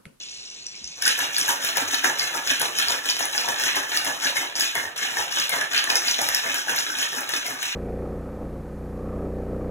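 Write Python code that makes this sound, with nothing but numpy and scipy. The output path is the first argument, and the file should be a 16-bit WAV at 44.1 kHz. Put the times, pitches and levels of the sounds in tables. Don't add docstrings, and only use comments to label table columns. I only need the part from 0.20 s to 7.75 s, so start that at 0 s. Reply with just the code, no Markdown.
import sys
import numpy as np
from scipy import signal
from scipy.fft import rfft, irfft
from scipy.io import wavfile

SR = 44100
rng = np.random.default_rng(int(sys.argv[2]) if len(sys.argv) > 2 else 0)


def generate_wav(signal):
    frames = np.transpose(np.atleast_2d(signal))
    scaled = np.clip(frames, -1, 1) * 32767
    pcm = np.round(scaled).astype(np.int16)
    wavfile.write(sys.argv[1], SR, pcm)


N = 332955

# f/Hz, relative level/dB
SPLASH_COLOUR = [(2000, -31), (4500, -2), (8000, -1), (10500, 2.5), (12500, -1), (15500, -5.5)]


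def from_db(db):
    return 10 ** (np.asarray(db) / 20)


def rms_one(x):
    return x / np.sqrt(np.mean(x ** 2) + 1e-20)


def in_time(rows):
    s, *columns = np.transpose(rows)
    t = np.arange(N) / SR
    return [np.interp(t, s, column, left=-120, right=-120) for column in columns]


def at_hz(points, hz):
    table_hz, values = np.array(points).T
    return np.interp(np.log(hz + 1), np.log(table_hz), values)


def colour(x, spectrum):
    log_gain = np.log(from_db(at_hz(spectrum, np.linspace(0, SR / 2, 4097))))
    cepstrum = irfft(log_gain)
    cepstrum[1:4096] *= 2
    cepstrum[4097:] = 0
    response = irfft(np.exp(rfft(cepstrum)))[:4096]
    return signal.oaconvolve(x, response)[:N]


def ring(clicks, hz, t60):
    decay = from_db(-60 / (max(t60, .001) * SR))
    w = 2 * np.pi * min(hz, 20000) / SR
    return signal.lfilter([.5, 0, -.5], [1, -2 * decay * np.cos(w), decay * decay], clicks + 1e-18)


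def shower(per_s, spread_db):
    sizes = from_db(spread_db * np.minimum(rng.exponential(1, N), 5)) * rng.choice([-1, 1], N)
    hits = rng.random(N) < per_s / SR
    return rms_one(sizes * hits)


def place(times, gains):
    out = np.zeros(N)
    np.add.at(out, np.round(np.asarray(times) * SR).astype(int), gains)
    return out


def poses(count):
    knots = np.arange(0, N + 4000, 2000)
    picked = rng.integers(0, count, len(knots))
    return np.array([np.interp(np.arange(N), knots, picked == k) for k in range(count)])


def chips(spectrum, per_s, spread_db, cycles, count):
    clicks = shower(per_s, spread_db)
    dealt = rng.integers(0, count, N)
    pitches = np.geomspace(spectrum[0][0], spectrum[-1][0], count) * from_db(rng.normal(0, 0.26, count))
    out = np.zeros(N)
    for k, hz in enumerate(pitches):
        loudness = from_db(at_hz(spectrum, hz)) * np.sqrt(hz)
        out += loudness * ring(clicks * (dealt == k), hz, cycles / hz)
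    return rms_one(out)


def lifting():
    # t/s, relative level/dB
    settle = [(0.0, -41), (0.03, -44), (0.36, -47), (0.44, -47), (0.63, -47.5), (0.774, -46.5), (0.84, -41)]
    # t/s, relative level/dB, f/Hz
    ticks = [(0.034, -24, 5660), (0.0478, -38, 5750), (0.068, -37, 5500), (0.14, -28, 8040),
             (0.171, -25, 5230), (0.209, -34, 5640), (0.2477, -37, 4740), (0.3, -28, 5700),
             (0.319, -37, 5880), (0.3467, -28, 4670), (0.4223, -29, 6570), (0.4653, -16.5, 5900),
             (0.5256, -39, 5400), (0.5425, -36, 2300), (0.56, -29, 5170), (0.642, -15.5, 5600),
             (0.675, -19.5, 6200), (0.7183, -30, 2450)]
    # f/Hz, relative level/dB
    rustle = [(1800, -36), (2200, -15), (2600, -6), (3500, -9.5), (4200, -1.5), (4800, -5), (5600, -1.5),
              (6700, -4), (7500, -9), (10200, -24)]
    level_db, = in_time(settle)
    out = from_db(level_db + 5.5) * chips(rustle, 2500, spread_db=1.4, cycles=75.0, count=70)
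    scrape = np.r_[np.hanning(120), np.zeros(900)]
    for s, db, hz in ticks:
        slip = from_db(db - 13.5) * scrape * rng.choice([-1, 1], len(scrape))
        start = round(s * SR)
        out[start:start + len(slip)] += ring(slip, hz, 20.0 / hz)
    top_cut = signal.cheby1(10, 1, 10200, fs=SR, output="sos")
    return signal.sosfilt(top_cut, out)


def rumble():
    # f/Hz, relative level/dB
    house = [(15, -30), (25, -19), (45, -4), (80, -15.5), (130, -5), (200, -21), (300, -5), (450, -8),
             (700, -11), (1200, -10.5), (1800, -11.5), (2600, -41)]
    return [from_db(-57) * rms_one(colour(rng.standard_normal(N), house)) for row in range(2)]


def motor_hum():
    # f/Hz, rms level/dB
    tones = [(199.2, -70), (398.4, -75)]
    t = np.arange(N) / SR
    return sum(from_db(db) * rms_one(np.sin(2 * np.pi * hz * t)) for hz, db in tones)


def kitchen(x):
    positions, bass_t60_s, treble_t60_s, split_hz = 14, 0.18, 0.29, 530
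    t = np.arange(SR // 2) / SR
    onset = np.clip(t / 0.0017, 0, 1)
    white = rng.standard_normal((2, positions, len(t))) * onset
    low = signal.sosfilt(signal.butter(1, split_hz, fs=SR, output="sos"), white)
    tails = low * from_db(-60 * t / bass_t60_s) + (white - low) * from_db(-60 * t / treble_t60_s)
    tails /= np.sqrt(np.mean(np.sum(tails ** 2, axis=-1)))
    sent = x * poses(count=positions)
    return signal.fftconvolve(sent[None], tails, axes=2)[..., :N].sum(axis=1)


def booms():
    # t/s, length/s, start f/Hz, end f/Hz, level/dB
    tones = [(0.535, 0.035, 198, 185, -55), (0.607, 0.027, 260, 200, -47), (0.617, 0.054, 85, 60, -50),
             (0.685, 0.04, 180, 155, -53), (1.574, 0.18, 103, 90, -51), (2.65, 0.07, 80, 62, -50),
             (4.16, 0.06, 100, 80, -60), (4.553, 0.053, 150, 105, -44), (4.63, 0.074, 105, 80, -50),
             (4.963, 0.078, 78, 60, -52), (5.554, 0.06, 95, 80, -61), (6.067, 0.07, 70, 55, -50)]
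    out = np.zeros(N)
    for s, length, start_hz, end_hz, db in tones:
        size, start = round(length * SR), round(s * SR)
        phase = 2 * np.pi * np.cumsum(np.linspace(start_hz, end_hz, size)) / SR
        out[start:start + size] += from_db(db) * np.hanning(size) * np.sin(phase)
    return out


def counter_rub():
    start_s, length_s, band_hz = 0.603, 0.125, (90, 380)
    since = np.arange(N) / SR - start_s
    band = signal.butter(2, band_hz, "band", fs=SR, output="sos")
    rub = rms_one(signal.sosfilt(band, rng.standard_normal(N)))
    shape = np.clip(np.minimum(since / 0.012, 2 - 2 * since / length_s), 0, 1)
    return from_db(-60) * rub * shape


def clumps():
    knots = np.arange(0, N + SR, SR // 130)
    return 2.5 * (np.interp(np.arange(N), knots, rng.standard_normal(len(knots))) - .3)


def strokes(ice_share, thud_share, glass_db, tin_db, fade_db_per_s):
    # wall ring/dB, ice chatter/dB, thud/dB
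    landings = [(0.796, 0.02, -46, -50.5, -46), (0.872, 0.055, -25, -25, -39),
                (1, 0.019, -26.5, -28.5, -34), (1.206, 0.073, -27, -26.5, -39.5),
                (1.289, 0.011, -26, -27, -31), (1.466, 0.049, -24.5, -26.5, -37),
                (1.573, 0.013, -25, -28.5, -31), (1.745, 0.058, -27.5, -27, -39.5),
                (1.845, 0.012, -24, -26.5, -29), (2.029, 0.052, -26.5, -27.5, -38),
                (2.163, 0.05, -29, -32.5, -32.5), (2.312, 0.055, -26, -26, -38),
                (2.416, 0.007, -26.5, -28, -29.5), (2.6, 0.045, -24.5, -25.5, -38.5),
                (2.709, 0.026, -27.0, -30, -32.5), (2.894, 0.05, -28, -28, -38),
                (3.016, 0.031, -27, -29.5, -34.5), (3.179, 0.05, -26, -26.5, -36.5),
                (3.294, 0.028, -26.5, -31.5, -33), (3.47, 0.088, -26.5, -27, -38.5),
                (3.575, 0.027, -24.5, -29.5, -32), (3.756, 0.064, -27, -28, -37.5),
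                (3.869, 0.019, -25.5, -29.0, -31), (4.055, 0.048, -24.0, -26.5, -35),
                (4.176, 0.016, -25, -28.5, -31.5), (4.426, 0.067, -28.0, -26, -39.5),
                (4.579, 0.027, -26, -31, -31), (4.829, 0.063, -27, -28.5, -42),
                (4.998, 0.086, -28, -32, -35), (5.207, 0.087, -27.0, -27, -40),
                (5.371, 0.06, -24, -30.0, -31.5), (5.562, 0.045, -23, -26.5, -38),
                (5.715, 0.044, -26.0, -28.5, -33.5), (5.897, 0.06, -27.5, -26.5, -38.5),
                (6.02, 0.03, -26, -28, -32.5), (6.163, 0.076, -28.0, -27.5, -42),
                (6.271, 0.029, -26.5, -34.5, -33), (6.374, 0.097, -30.5, -29.5, -41),
                (6.493, 0.016, -26.0, -30.5, -34), (6.593, 0.04, -29.0, -27.5, -41),
                (6.71, 0.034, -31.5, -34, -37.5), (6.832, 0.065, -28, -27.5, -40),
                (6.978, 0.054, -29.5, -33.5, -34.5), (7.142, 0.053, -26.5, -27.5, -38),
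                (7.281, 0.021, -28.5, -31.5, -33), (7.465, 0.062, -30.5, -29.0, -45.5)]
    slide_glass_db, slide_tin_db = -5.5, -6.5
    let_go_db_per_s, from_rest_db_per_s = 449, 3500
    rest_db, settling_db_per_s = -43.5, 120
    s, slide, wall_db, ice_db, thud_db = np.array(landings).T[..., None]
    ends = [(glass_db, slide_glass_db), (tin_db, slide_tin_db)]
    added_db, start_db = np.resize(ends, (len(s), 2)).T[..., None]
    t = np.arange(0, N, 64) / SR
    slide = np.maximum(slide, .002)
    peak_db = wall_db + ice_share * (ice_db - wall_db) + thud_share * (thud_db - wall_db) + added_db
    left_db = np.roll(wall_db + settling_db_per_s * s, 1) - settling_db_per_s * (s - slide)
    let_go = np.where(left_db < rest_db, from_rest_db_per_s, let_go_db_per_s)
    swell_db = np.minimum(start_db * (s - t) / slide, start_db + let_go * (t - s + slide))
    shape_db = np.minimum(swell_db, fade_db_per_s * (s - t))
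    power = np.sum(from_db(2 * (peak_db + shape_db)), axis=0)
    return np.interp(np.arange(N) / SR, t, 10 * np.log10(power + 1e-12))


def all_knocks(chatter_db, count):
    # cube ring/dB, wall ring/dB, crack/dB; pitch of the cube f/Hz
    loudest = [(0.8232, -5, -16.5, -15, 5300), (0.8543, 1, -25, -16, 5050), (0.8659, -17, -33, -10, 5300),
               (0.8791, 4, -10, -6, 5300), (0.9775, -20, -34, -21, 10400), (0.9904, -24, -28, -16, 3820),
               (1.1659, 1, -35, -25, 4640), (1.1827, -1, -38, -14, 9200), (1.1912, -7, -42, -24, 8650),
               (1.2126, -0.5, -37, -26, 5660), (1.2804, -13, -20, -15, 6500),
               (1.2906, -10, -24, -12, 11300), (1.4477, -18, -17, -10.5, 10100),
               (1.5706, -11.5, -14, -10.5, 6900), (1.5801, -9, -10, -18, 5800), (1.7445, 0, -14, -14, 4280),
               (1.8431, -20, -14.5, -14, 4140), (1.9875, -27, -35, -22, 12400), (1.996, 0, -26, -26, 4820),
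               (2.2744, -8, -19, -20, 5200), (2.3115, -7, -16, -22, 5540), (2.397, -14, -27, -15, 11200),
               (2.4162, -13, -13, -12, 9880), (2.5868, -3, -13, -12.5, 5450),
               (2.5999, -15, -7.5, -32, 5500), (2.6844, -0.5, -37, -23, 4870), (2.7067, -8, -17, -25, 6900),
               (2.79, -25, -33, -25, 5170), (2.8583, -9, -19, -20, 4030), (2.8993, 1, -34, -29, 4770),
               (2.907, -8, -28, -27, 5940), (2.967, -11, -17, -24, 5600), (2.993, -13, -29, -24, 10900),
               (3.0059, -25, -14, -32, 10800), (3.0542, -9, -17, -16, 10440), (3.1788, 0, -15, -31, 5100),
               (3.2871, -9, -15, -16, 5750), (3.3974, -10, -16, -20, 5400), (3.4374, -6, -13.5, -17, 5630),
               (3.4895, -21, -12, -34, 3600), (3.4644, -24, -16, -37, 4540), (3.5565, -15, -40, -29, 11100),
               (3.5664, -9, -13, -32, 6100), (3.7184, -16, -14, -27, 4670), (3.7668, -21, -20, -15, 12020),
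               (3.7727, -1, -31, -14, 4860), (3.8479, -19, -33, -17, 11000), (3.8569, -23, -32, -25, 5800),
               (4.0485, -8, -35, -24, 4900), (4.1585, -18, -26, -30, 5200), (4.1702, -14, -32, -30, 10800),
               (4.3544, -8, -23, -29, 4960), (4.3988, -10, -20, -13, 4800), (4.408, 1.5, -30, -16, 5030),
               (4.4367, -13, -39, -24, 4760), (4.553, -20, -18, -16, 6540), (4.5815, -29, -31, -30, 4610),
               (4.654, -31, -28, -43, 5240), (4.667, -28, -32, -37, 5300), (4.7606, -22, -28, -30, 4240),
               (4.7778, -20, -32, -34, 11180), (4.829, -18, -17, -38, 5400), (4.97, -20, -17.5, -20, 5200),
               (5.002, -25, -15.5, -23, 5370), (5.1229, -14, -35, -26, 4730), (5.1717, -28, -10, -27, 5270),
               (5.1865, -21, -16, -28, 5240), (5.1992, -5, -28, -16, 4840), (5.2235, -12, -27, -33, 5600),
               (5.2938, -22, -28, -10, 11000), (5.3381, -13, -15, -25, 6400),
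               (5.4118, -11.5, -15, -21, 5600), (5.5351, -11, -17, -24, 4900), (5.5782, 0, -25, -17, 4740),
               (5.6408, -10, -12.5, -17, 6400), (5.7026, 0, -11, -12, 4900), (5.7555, 5.5, -10.5, -8, 5270),
               (5.7695, -1.5, -33, -27, 6130), (5.8822, 0, -20, -26, 4770), (5.9116, -2, -35, -35, 5940),
               (5.99, -16, -16, -34, 3940), (6.0158, -15, -37, -14, 6500), (6.088, -3.5, -12, -10.5, 5400),
               (6.1475, 2, -15, -7.5, 5400), (6.3437, -20, -17, -14.5, 7000), (6.495, -22, -12, -23, 5130),
               (6.5622, -13, -21, -17, 12300), (6.5878, -2, -31, -28, 5400),
               (6.7864, -11, -17.5, -22, 5100), (6.817, -13, -22, -21, 5250),
               (7.0072, -20, -37, -18, 13000), (7.0923, -21, -17.5, -17, 5300),
               (7.1371, -8, -9.5, -21, 4020), (7.2647, -14, -33, -19, 5000),
               (7.4283, -26, -12.5, -17, 6200)]
    # cube ring, wall ring, crack (dB over the chatter), pitch (Hz)
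    mean, spread = (9, -0.5, -12, 5300), (4, 7.6, 2.5, 1100)
    odds = np.cumsum(from_db(chatter_db[:-900]))
    at = np.searchsorted(odds, rng.random(count) * odds[-1])
    light = mean + spread * rng.standard_normal((count, 4))
    light += np.outer(chatter_db[at], [1, 1, 1, 0])
    return np.vstack([loudest, np.column_stack([at / SR, light])])


def body(modes, level_db, per_s, spread_db, times=(), knock_db=None):
    detune, softness = 0.032, .6
    contacts = from_db(level_db) * shower(per_s, spread_db)
    size = (len(times), len(modes))
    luck = from_db(rng.normal(0, 0.64, size)) * rng.choice([-1, 1], size)
    contacts /= np.sqrt(sum(from_db(2 * db) * t60 * SR / (12 * np.log(10)) for hz, db, t60 in modes))
    out, load = np.zeros(N), poses(count=3)
    for k, (hz, db, t60) in enumerate(modes):
        force = contacts * rng.standard_normal(N)
        if knock_db is not None:
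            blow = place(times, from_db(knock_db) * luck[:, k])
            force += signal.lfilter([1 - softness], [1, -softness], blow)
        for shift, weight in zip((-1, 0, 1), np.roll(load, k, axis=0)):
            out += from_db(db) * ring(force * weight, hz * (1 + detune * shift), t60)
    return out


def wall_ring(level_db, knock_s, knock_db):
    # f/Hz, relative level/dB, t60/s
    modes = [(1300, -5, 0.023), (1500, -2, 0.013), (1547, -8.5, 0.017), (1670, -1, 0.021),
             (1736, -0.5, 0.018), (1802, -6.5, 0.019), (1916, -15, 0.04), (2154, -11.5, 0.061),
             (2430, -26, 0.012)]
    return body(modes, level_db - 1.0, 500, spread_db=3.5, times=knock_s, knock_db=knock_db - 8.0)


def upper_wall_ring(level_db, knock_s, knock_db):
    # f/Hz, relative level/dB, t60/s
    modes = [(2450, 1, 0.015), (2623, -2, 0.017), (2820, -5, 0.014), (2925, -2, 0.029), (3190, 3.5, 0.0069),
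             (3555, 1.5, 0.0099), (3450, -15, 0.0068), (3940, -2, 0.019), (4070, -4.5, 0.025)]
    return body(modes, level_db + 3.5, 1000, spread_db=4.0, times=knock_s, knock_db=knock_db - 7.0)


def glass_thud(level_db, knock_s, knock_db):
    # f/Hz, relative level/dB, t60/s
    modes = [(350, -21, 0.13), (373, -6, 0.025), (521, 1.5, 0.015), (672, 5, 0.014), (830, -0.5, 0.029),
             (927, -5.5, 0.08), (1205, 8.5, 0.011)]
    return body(modes, level_db - 0.65, 700, spread_db=1.5, times=knock_s, knock_db=knock_db - 13.0)


def hollow_slump(level_db):
    # f/Hz, relative level/dB, t60/s
    modes = [(63.6, -13, 0.071), (106, -38, 0.034), (141.6, -1.5, 0.076), (203, -12, 0.018),
             (273.3, 5.5, 0.095)]
    return body(modes, level_db - 0.7, 300, spread_db=2.0)


def ice_chatter(level_db):
    # f/Hz, relative level/dB
    chip_colour = [(3500, -5), (4500, -40), (5200, 6), (6200, 4), (7300, -0.5), (8500, -6.5), (9500, -89)]
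    return from_db(level_db + 4.0) * chips(chip_colour, 4000, spread_db=2.0, cycles=106.0, count=90)


def fine_splash(level_db):
    return from_db(level_db + 5.0) * rms_one(colour(shower(6000, 4.3), SPLASH_COLOUR))


def hard_cubes(knocks):
    s, ring_db, crack_db, pitch_hz = knocks[:, [0, 1, 3, 4]].T
    t = np.arange(800) / SR
    grit = rng.choice([-1, 1], N)
    snap = from_db(-2 - 60 * t / 0.0017)
    crack_shape = from_db(-60 * t / 0.01) + snap
    cracks = signal.oaconvolve(place(s, from_db(crack_db)), crack_shape)[:N] * grit
    out = from_db(-1.5) * colour(cracks, SPLASH_COLOUR)
    ring_shape = from_db(-60 * t / 0.0036) * (1 - np.exp(-t / 0.00022))
    for at, db, hz in zip(np.round(s * SR).astype(int), ring_db, pitch_hz):
        out[at:at + 800] += from_db(db + 3.0) * ring_shape * np.sin(2 * np.pi * hz * t)
    return out


def struck(rows, t60, added_db):
    out, t = np.zeros(N + 4000), np.arange(4000) / SR
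    shape = from_db(added_db - 60 * t / t60) * (1 - np.exp(-t / 0.00054))
    for s, db, hz in rows:
        start = round(s * SR)
        out[start:start + len(t)] += from_db(db) * shape * np.sin(2 * np.pi * hz * t)
    return out[:N]


def tin_clanks():
    # t/s, relative level/dB, f/Hz
    blows = [(0.8228, -21, 1570), (0.8602, -8.5, 1555), (0.9889, -12, 1670), (1.0015, -17, 1720),
             (1.182, -12.5, 1670), (1.283, -11, 1630), (1.558, -18, 1710), (1.7387, -14, 1750),
             (1.7736, -19, 1740), (1.828, -18, 1630), (1.844, -27, 1700), (2.2735, -20, 1590),
             (2.2986, -13.5, 1610), (2.3062, -16, 1800), (2.337, -24, 1700), (2.404, -15, 1590),
             (2.5469, -23, 1550), (2.5853, -23, 1720), (2.5986, -19, 1790), (2.6167, -16.5, 1650),
             (2.713, -28, 1790), (2.7888, -17, 1720), (2.8422, -29, 1720), (2.8934, -18, 1670),
             (2.9945, -19, 1810), (3.0079, -14, 1730), (3.0545, -26, 1670), (3.15, -20, 1700),
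             (3.3271, -23, 1770), (3.468, -14, 1840), (3.4882, -15, 1600), (3.5476, -15, 1850),
             (3.574, -21, 1860), (3.7284, -19, 1720), (3.7435, -13, 1750), (3.7595, -14, 1800),
             (3.8589, -25, 1790), (3.8649, -17, 1790), (4.0287, -29, 1780), (4.1586, -17, 1810),
             (4.179, -26, 1830), (4.393, -24, 1670), (4.4085, -14.5, 1690), (4.4357, -16, 1700),
             (4.559, -15, 1880), (4.5783, -15, 1770), (4.6526, -17, 1805), (4.7613, -41, 1620),
             (4.8086, -31, 1810), (4.828, -12, 1710), (4.914, -20, 1840), (4.9708, -12, 1770),
             (5.1716, -32, 1700), (5.1866, -21, 1750), (5.2223, -26, 1750), (5.3383, -15, 1900),
             (5.3904, -16.5, 1760), (5.4144, -10, 1710), (5.5341, -15.5, 1550), (5.558, -20, 1730),
             (5.577, -15, 1660), (5.6734, -13, 1750), (5.7026, -26, 1800), (5.755, -27, 1720),
             (6.1153, -17, 1870), (6.1447, -12.5, 1775), (6.191, -22, 1500), (6.263, -17, 1700),
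             (6.4822, -11.5, 1610), (6.5802, -15, 1630), (6.699, -15.5, 1540), (6.7768, -27, 1650),
             (6.814, -18, 1530), (6.853, -19, 1790), (6.9282, -18.5, 1700), (7.0973, -16, 1760),
             (7.4208, -29, 1590)]
    return struck(blows, t60=0.024, added_db=0)


def end_thumps():
    # t/s, relative level/dB, f/Hz
    blows = [(0.976, -38, 774), (0.993, -26, 960), (1.028, -26, 797), (1.246, -27.5, 805),
             (1.291, -18, 936), (1.508, -39, 710), (1.572, -17, 890), (1.736, -25, 730), (1.841, -19, 891),
             (1.86, -20.5, 920), (1.897, -28, 664), (2.036, -31, 780), (2.1, -35, 999), (2.152, -21.5, 890),
             (2.305, -30, 700), (2.416, -22, 960), (2.454, -26, 818), (2.681, -31, 934), (2.704, -23, 921),
             (3.007, -19, 840), (3.15, -26, 790), (3.246, -26, 955), (3.28, -21.5, 910), (3.517, -32, 890),
             (3.545, -27, 980), (3.567, -19, 825), (3.817, -35, 830), (3.848, -30, 750), (3.867, -23, 940),
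             (4.125, -31, 970), (4.158, -36, 830), (4.23, -29, 824), (4.395, -30, 695), (4.554, -30, 920),
             (4.851, -32, 770), (4.913, -34, 830), (4.968, -24, 930), (4.993, -21.5, 910),
             (5.024, -29, 830), (5.073, -31, 780), (5.294, -29, 830), (5.338, -23, 970),
             (5.363, -25.5, 610), (5.638, -39, 930), (5.691, -22, 1040), (5.717, -20.5, 817),
             (5.748, -27, 830), (5.991, -25, 724), (6.015, -20, 780), (6.136, -29, 770), (6.191, -29, 810),
             (6.473, -26.5, 800), (6.941, -33, 534), (7.269, -38, 830), (7.284, -28, 666)]
    return struck(blows, t60=0.02, added_db=7)


def rim_pings():
    # t/s, peak level/dB
    hits = [(1.5551, -25), (1.8355, -25), (2.0111, -19), (2.26, -31), (2.4002, -28), (2.6801, -30),
            (3.1465, -30), (3.5481, -24), (3.8489, -22.5), (4.0245, -24), (4.1682, -13), (4.5533, -18),
            (4.9664, -24), (5.3176, -18.5), (5.7546, -24), (5.8474, -24), (5.9895, -28), (6.2634, -21),
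            (6.3407, -29), (6.5597, -23), (6.7987, -39), (7.1504, -29), (7.2651, -22)]
    s, db = np.transpose(hits)
    return ring(place(s, from_db(db)), hz=2118, t60=0.059)


def sources():
    # share from ice column/0-1.5, share from thud column/-0.3-1,
    # added in the glass/dB, added in the tin/dB, fading/(dB/s)
    layers = dict(wall=(0, 0, -1, -1.5, 130), thud=(0, 1, 1.1, 1.1, 98), chatter=(1.5, 0, -2, -5, 159.5),
              upper=(1.13, -0.26, -4.5, -5, 104), splash=(1.1, 0.57, -4.5, -5, 168),
              slump=(0.44, 0.63, -11, -12.5, 186))
    bunched_db = clumps()
    level = {name: strokes(*rule) + bunched_db for name, rule in layers.items()}
    knocks = all_knocks(level["chatter"], count=85)
    knock_s, knock_db = knocks[:, [0, 2]].T
    dullness_db = (level["thud"] - level["wall"])[np.round(knock_s * SR).astype(int)]
    out = lifting()
    out += wall_ring(level["wall"], knock_s, knock_db)
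    out += upper_wall_ring(level["upper"], knock_s, knock_db)
    out += glass_thud(level["thud"], knock_s, knock_db + np.minimum(dullness_db, 0))
    out += hollow_slump(level["slump"])
    out += ice_chatter(level["chatter"]) + fine_splash(level["splash"]) + hard_cubes(knocks)
    return out + tin_clanks() + end_thumps() + rim_pings()


def scene():
    shaker = sources()
    room = kitchen(shaker)
    left = shaker + booms() + counter_rub() + motor_hum() + from_db(-2) * room[0]
    right_only = from_db(3.0) * room[1]
    return np.array([left, right_only]) + rumble()


def record(dry):
    # f/Hz, share/0-1
    shared = [(25, 0.97), (60, 0.92), (250, 0.95), (400, 0.69), (650, 0.24), (2800, 0.5), (3600, 0.74),
              (4500, 1), (16000, 1)]
    # f/Hz, phase/rad
    phase_turn = [(350, 0), (600, -1.), (800, 0), (1100, -2.8), (1800, -6.), (2400, -9.3), (3300, -8.),
                  (4700, -9.43)]
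    port_lag_s, low_cut_hz, high_cut_hz = .0002353, 45, 15750
    hz = np.arange(N // 2 + 1) * SR / N
    share = np.clip(at_hz(shared, hz), 0, 1)
    lag = 2 * np.pi * port_lag_s * np.maximum(hz - phase_turn[-1][0], 0)
    turn = np.interp(hz, *np.transpose(phase_turn)) - lag
    left, own = rfft(dry)
    right = irfft(share * left * np.exp(1j * turn) + np.sqrt(1 - share ** 2) * own, N)
    low_cut = signal.butter(3, low_cut_hz, "high", fs=SR, output="sos")
    pair = signal.sosfilt(low_cut, np.array([dry[0], right]))
    pair = .66 * np.tanh(pair / .66)
    high_cut = signal.ellip(12, .3, 75, high_cut_hz, fs=SR, output="sos")
    return signal.sosfilt(high_cut, pair)


dry = scene()
out = record(dry)
generate_wav(out)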